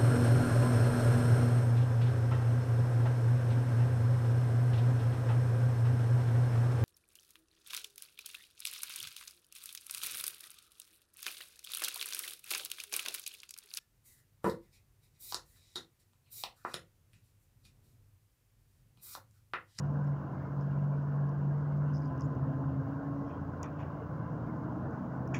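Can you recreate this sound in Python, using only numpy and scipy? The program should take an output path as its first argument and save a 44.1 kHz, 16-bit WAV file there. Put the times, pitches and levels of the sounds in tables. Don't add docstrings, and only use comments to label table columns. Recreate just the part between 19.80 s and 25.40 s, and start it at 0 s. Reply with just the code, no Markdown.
import sys
import numpy as np
from scipy import signal
from scipy.fft import rfft, irfft, next_fast_len
from scipy.io import wavfile
from scipy.ndimage import uniform_filter1d

SR = 44100
rng = np.random.default_rng(int(sys.argv[2]) if len(sys.argv) > 2 else 0)


def voltage_ratio(level):
    return 10 ** (np.asarray(level, float) / 20)


def dump(signal):
    limited = np.clip(np.atleast_2d(signal).T, -1, 1)
    pcm = np.round(limited * 32767).astype(np.int16)
    wavfile.write(sys.argv[1], SR, pcm)


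N = 246915

# time_s, base_hz, effort_db
THROTTLE = [(0, 47.78, -1), (.3, 47.87, -0.5), (.42, 46.76, -2), (.57, 46.88, -1.5), (1.05, 47.64, 2.5),
            (1.26, 47.7, -1), (1.4, 47.84, 1), (1.54, 47.56, -0.5), (1.68, 47.84, 2), (1.82, 48.2, -1.5),
            (2.0, 48.45, 2), (2.45, 49.67, 0.5), (2.87, 50.13, 2), (3.2, 52.35, -1), (3.5, 53.04, -3.5),
            (4.0, 54.26, -1.5), (4.7, 57.27, -2.5), (5.6, 60.66, 1.5)]
# order, level_db
FIRING_ORDERS = [(2, -62.5), (3, -49), (4, -57), (6, -67)]
# pitch_hz, width_hz, boost_db
CABIN_MODES = [(113.2, 5, 17.5), (144.2, 6.1, 17.5), (189.6, 9.4, 10.5), (232.3, 12, 11.5),
               (300.6, 4.4, 15), (171, 11, 3)]
# order, level_db
MESH_ORDERS = [(18.0, -72), (20.55, -69)]
# pitch_hz, width_hz, boost_db
WALL_MODES = [(1016, 40, 13), (1085, 30, 11), (1125, 30, 8)]
# order, level_db
DRIVE_ORDERS = [(2.04, -62), (3.06, -62), (4.08, -54), (5, -55), (8.4, -67.5), (9.1, -66.5), (10, -54.5),
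                (20, -61)]
# pitch_hz, width_hz, boost_db
FLOOR_MODES = [(87.3, 8.6, 13.5), (112.05, 1.5, 11.5), (124.8, 9.1, 9.5), (134.86, 7, 18), (148.2, 14, 11),
               (263, 9.1, 11), (270.5, 11, 13), (279.9, 6, 15.5), (307.3, 12, 9), (290, 6.2, 7)]
# time_s, load_db
TORQUE = [(0, 4.5), (.3, -9.5), (.6, -7), (1.0, 0.5), (1.4, -11.5), (1.9, -4), (2.3, -0.5), (3.35, 0.5),
          (3.7, 0), (4.1, -1.5), (4.7, -1), (5.2, -0.5), (5.6, 4.5)]
# time_s, rough_db
ROUGHNESS = [(0, 1.5), (.37, 1.5), (.9, -0.5), (2.1, 0), (2.65, 3), (3.2, 0.5), (4.0, -2.5), (4.5, -0.5),
             (4.75, -0.5), (5.1, 1.5), (5.35, -1), (5.6, 3.5)]
# pitch_hz, density_db_per_hz
RUMBLE_SPECTRUM = [(20, -21.5), (42, -17), (55, -9), (86, -2.5), (118, -1), (144, -1), (166, -5.5),
                   (200, 1), (220, -6), (270, -1), (330, -8), (400, -19), (520, -53.5)]
# pitch_hz, density_db_per_hz
ROAR_SPECTRUM = [(190, -27), (330, -2.5), (404, -3), (433, 0.5), (577, -2), (645, -0.5), (818, -5.5),
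                 (871, -2.5), (934, -7), (994, -1.5), (1040, -2.5), (1180, -8.5), (1490, -8.5),
                 (1750, -21.5), (2280, -48), (3850, -120)]
# pitch_hz, density_db_per_hz
HISS_SPECTRUM = [(1500, -21.5), (1900, -11.5), (2150, -9), (2550, -14), (2800, -7), (3100, -16),
                 (4300, -16.5), (5000, -14.5), (6900, -18), (7600, -25.5), (9500, -27), (13900, -27),
                 (14500, -19.5), (15700, -17.5)]
# start_s, peak_db, pitch_hz
TICKS = [(0.2454, -64, 7060), (0.2663, -68, 5080), (.8093, -57.5, 4735), (0.835, -60, 5000),
         (1.492, -61, 4870), (2.136, -54.5, 5060), (2.1447, -59.5, 5150), (2.15, -51, 5080),
         (2.159, -49, 5020), (2.168, -54, 5200), (2.179, -53.5, 5200), (2.2193, -59, 4910),
         (2.231, -64, 4900), (2.2552, -57, 4900), (2.264, -65.5, 4900), (2.276, -64, 4960),
         (2.377, -56, 5170), (2.396, -55, 5190), (2.4187, -46, 5060), (2.434, -64, 5140),
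         (2.445, -68, 6970), (2.4527, -64, 6960), (2.5513, -60, 4910), (5.108, -57, 5600),
         (5.4867, -61, 5360)]
# start_s, peak_db, pitch_hz, crack_db
SNAPS = [
    (2.204, -59.5, 6000, -71),
    (2.4072, -36.5, 5500, -78),
    (3.8296, -26, 5990, -59),
    (5.475, -50.5, 5130, -65),
]
# pitch_hz, width_hz, level_db
TRIM_MODES = [(4960, 390, -7), (5850, 800, 2.5), (6630, 520, -3.5)]
# pitch_hz, width_hz, level_db
PORT_MODES = [(8900, 1200, 0), (12000, 1000, -2), (15000, 1500, 2)]
# start_s, rise_s, fall_t60_s, low_band_db, high_band_db
BRUSHES = [
    (3.47, 0.044, 0.22, -68, -93),
    (3.828, 0.0081, 0.23, -56.5, -81),
    (3.985, 0.016, 0.25, -58, -79),
    (5.539, 0.008, 0.17, -42.5, -51.5),
]
# pitch_hz, density_db_per_hz
BRUSH_LOW = [(1600, -3.5), (1950, 3.5), (2130, -4.5), (2340, 2), (2600, -1), (2800, -8), (3000, -9.5),
             (3270, -13), (3600, -13), (4000, -34)]
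# pitch_hz, density_db_per_hz
BRUSH_HIGH = [(4200, -11.5), (5000, -11), (5700, 1.5), (6100, -5.5), (6700, 4), (7200, -4), (7600, -23),
              (9000, -33), (16000, -45)]
# pitch_hz, width_hz, level_db
PANELS = [(1628, 110, -70.5), (1750, 200, -75), (1976, 120, -80), (2107, 140, -82.5), (2290, 190, -88),
          (2760, 380, -85.5), (3030, 260, -92.5)]
# centre_s, length_s, pitch_hz, level_db
BUZZES = [(.275, .027, 5300, -78), (.66, .14, 2090, -74), (.822, .03, 5240, -79), (.928, .04, 2780, -81),
          (2.162, .045, 5120, -64), (2.16, .04, 5950, -74), (2.187, .025, 6950, -77),
          (2.24, .07, 4880, -73), (2.25, .02, 6900, -81), (2.427, .06, 5150, -77), (2.428, .04, 6600, -77),
          (2.452, .025, 6950, -74), (3.488, .04, 5450, -80), (3.52, .1, 3126, -75),
          (3.846, .028, 5700, -69), (3.846, .028, 6500, -70), (3.85, .05, 3510, -76),
          (3.865, .08, 2434, -68), (4.013, .06, 2780, -69), (4.03, .09, 2200, -71), (4.235, .05, 2780, -77),
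          (4.44, .06, 2780, -78), (4.45, .16, 2050, -73), (4.68, .084, 2127, -74), (5.553, .018, 2330, -52),
          (5.556, .018, 3210, -55), (5.582, .02, 2250, -58), (5.555, .023, 11390, -78),
          (5.553, .025, 15480, -79)]
# pitch_hz, level_db, swell_s, length_s, swell_db
AUXILIARY = [(85.3, -56, 2.4, 1.2, 5), (144.3, -54, 2.6, 1.3, 12), (1025, -68, .4, 1.2, 6),
             (1082, -70, 1.4, .3, 9), (146, -60, 3.9, .8, 9), (655, -66, 2.1, 1.5, 3)]


def engine():
    base_hz, effort_db = in_time(THROTTLE)
    firing = orders(base_hz, FIRING_ORDERS, CABIN_MODES, effort_db, flutter_db=-0.45, wander_share=0.0035)
    whine = orders(base_hz, MESH_ORDERS, WALL_MODES, 0, flutter_db=1.8, wander_share=0.0013)
    return firing + whine


def driveline():
    gear_ratio, lag_s = 1.875, 0.3
    base_hz, _ = in_time(THROTTLE)
    shaft_hz = uniform_filter1d(base_hz, int(lag_s * SR), mode="nearest") / gear_ratio
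    torque_db, = in_time(TORQUE)
    return orders(shaft_hz, DRIVE_ORDERS, FLOOR_MODES, torque_db, flutter_db=1.6, wander_share=0.003)


def road():
    rumble_db, roar_db, hiss_db = -45, -48.5, -77
    rumble_db_per_hz, roar_db_per_hz = 0.163, 0.2062
    roar_share = 0.12
    rough_db, = in_time(ROUGHNESS)
    gained_hz = in_time(THROTTLE)[0] - THROTTLE[0][1]
    rumble_gain = voltage_ratio(rumble_db + rough_db + rumble_db_per_hz * gained_hz)
    roar_gain = voltage_ratio(roar_db + roar_share * rough_db + roar_db_per_hz * gained_hz)
    rumble = rumble_gain * coloured(RUMBLE_SPECTRUM, patchy_db=-1.5, rate_hz=2.2)
    roar = roar_gain * coloured(ROAR_SPECTRUM, patchy_db=2.08, rate_hz=21)
    hiss = voltage_ratio(hiss_db) * coloured(HISS_SPECTRUM, patchy_db=1.0, rate_hz=20)
    return rumble + roar + hiss


def ticks():
    soft_crack_db, chatter_db, chatter_t60_s, delay_s = -79, -15, 0.0078, 0.0009
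    out = np.zeros(N + SR)
    t = np.arange(SR // 20) / SR
    slips = [(*row, soft_crack_db) for row in TICKS] + SNAPS
    for start_s, peak_db, pitch_hz, crack_db in slips:
        chatter = rng.standard_normal(len(t)) * voltage_ratio(chatter_db - 60 * t / chatter_t60_s)
        slip = (t == 0) + chatter
        body = resonate(slip, [(pitch_hz, 380, 22)]) + voltage_ratio(16.5) * resonate(slip, TRIM_MODES)
        crack = resonate(slip, PORT_MODES)
        at = round((start_s + delay_s) * SR)
        out[at:at + len(t)] += voltage_ratio(peak_db) * body + voltage_ratio(crack_db + 16) * crack
    high_pass = signal.cheby2(6, 30, 3900, "high", fs=SR, output="sos")
    return signal.sosfilt(high_pass, out[:N] + 1e-18)


def brushes():
    t = np.arange(N) / SR
    low, high = 0, 0
    for start_s, rise_s, t60_s, low_db, high_db in BRUSHES:
        rise = np.clip((t - start_s) / rise_s, 0, 1)
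        shape = rise * voltage_ratio(-60 * np.maximum(t - start_s - rise_s, 0) / t60_s)
        low = low + voltage_ratio(low_db) * shape
        high = high + voltage_ratio(high_db) * shape
    low_noise = coloured(BRUSH_LOW, patchy_db=1.5, rate_hz=30)
    high_noise = coloured(BRUSH_HIGH, patchy_db=2.0, rate_hz=29)
    return low * low_noise + high * high_noise


def panels():
    t = np.arange(N) / SR
    white = rng.standard_normal(N)
    grainy = white * voltage_ratio(2.8 * drift(90))
    out = np.zeros(N)
    for pitch_hz, width_hz, level_db in PANELS:
        out += voltage_ratio(level_db + 4.4 * drift(9.6)) * narrow(white, pitch_hz, width_hz)
    for centre_s, length_s, pitch_hz, level_db in BUZZES:
        near = np.abs(t - centre_s) < 0.4
        swell = np.exp(-(2 * (t[near] - centre_s) / length_s) ** 2)
        out[near] += voltage_ratio(level_db) * swell * narrow(grainy[near], pitch_hz, 0.07 * pitch_hz)
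    return out


def auxiliaries():
    t = np.arange(N) / SR
    out = np.zeros(N)
    for pitch_hz, level_db, swell_s, length_s, swell_db in AUXILIARY:
        swelling_db = level_db + swell_db * np.exp(-(2 * (t - swell_s) / length_s) ** 2)
        out += tone(pitch_hz, swelling_db, flutter_db=2.0, wander_hz=min(0.007 * pitch_hz, 3.5))
    return out


def orders(base_hz, table, modes, load_db, flutter_db, wander_share):
    out = 0
    coarse = np.arange(0, N, 256)
    for order, level_db in table:
        order_hz = order * base_hz
        lift = 1
        for mode_hz, width_hz, boost_db in modes:
            detune = 2 * (order_hz[coarse] - mode_hz) / width_hz
            lift = lift + voltage_ratio(2 * boost_db) / (1 + detune ** 2) ** 2
        gain = np.interp(np.arange(N), coarse, np.sqrt(lift))
        out = out + gain * tone(order_hz, level_db + load_db, flutter_db, wander_share * order_hz)
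    return out


def tone(pitch_hz, level_db, flutter_db, wander_hz):
    cycles = np.cumsum(pitch_hz + wander_hz * drift(6.18)) / SR
    phase = 2 * np.pi * (cycles + rng.random())
    return np.sqrt(2) * voltage_ratio(level_db + flutter_db * drift(6.3)) * np.sin(phase)


def coloured(spectrum, patchy_db, rate_hz):
    size = next_fast_len(N)
    octave = np.log2(np.maximum(np.arange(size // 2 + 1) * SR / size, 1))
    pitch_hz, level_db = np.transpose(spectrum)
    edges = np.log2(pitch_hz)
    shaped = rfft(rng.standard_normal(size)) * voltage_ratio(np.interp(octave, edges, level_db, -90, -90))
    out = np.zeros(N)
    for centre in np.arange(edges[0] // 0.5 * 0.5, edges[-1] + 0.5, 0.5):
        share = np.clip(1 - 2 * np.abs(octave - centre), 0, 1)
        out += irfft(shaped * share, size)[:N] * voltage_ratio(patchy_db * drift(rate_hz))
    return rms_one(out)


def resonate(x, modes):
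    out = 0
    for k, (pitch_hz, width_hz, level_db) in enumerate(modes):
        r = np.exp(-np.pi * width_hz / SR)
        zeros = [(1 - r * r) / 2, 0, (r * r - 1) / 2]
        poles = [1, -2 * r * np.cos(2 * np.pi * pitch_hz / SR), r * r]
        out = out + (-1) ** k * voltage_ratio(level_db) * signal.lfilter(zeros, poles, x)
    return out


def narrow(x, pitch_hz, width_hz):
    mode = [(pitch_hz, width_hz, 0)]
    return rms_one(resonate(resonate(x, mode), mode))


def drift(rate_hz):
    hop = 40
    r = np.exp(-2 * np.pi * rate_hz * hop / SR)
    noise = rng.standard_normal(N // hop + 2002)
    slow = signal.lfilter([1], [1, -2 * r, r * r], noise)[2000:]
    return np.interp(np.arange(N) / hop, np.arange(len(slow)), rms_one(slow))


def in_time(rows):
    time_s, *columns = np.transpose(rows)
    return [np.interp(np.arange(N) / SR, time_s, column) for column in columns]


def rms_one(x):
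    return x / np.sqrt(np.mean(x ** 2) + 1e-20)


def scene():
    bus = engine() + driveline() + road()
    cabin = ticks() + brushes() + panels() + auxiliaries()
    return (bus + cabin)[None]


def low_pass(x):
    return signal.sosfilt(signal.butter(12, 17110, fs=SR, output="sos"), x)


def record(dry):
    low_cut_hz = 46
    low_cut = signal.butter(3, low_cut_hz, "high", fs=SR, output="sos")
    thin = signal.sosfilt(low_cut, dry)
    return low_pass(thin)


dry = scene()
out = record(dry)
dump(out)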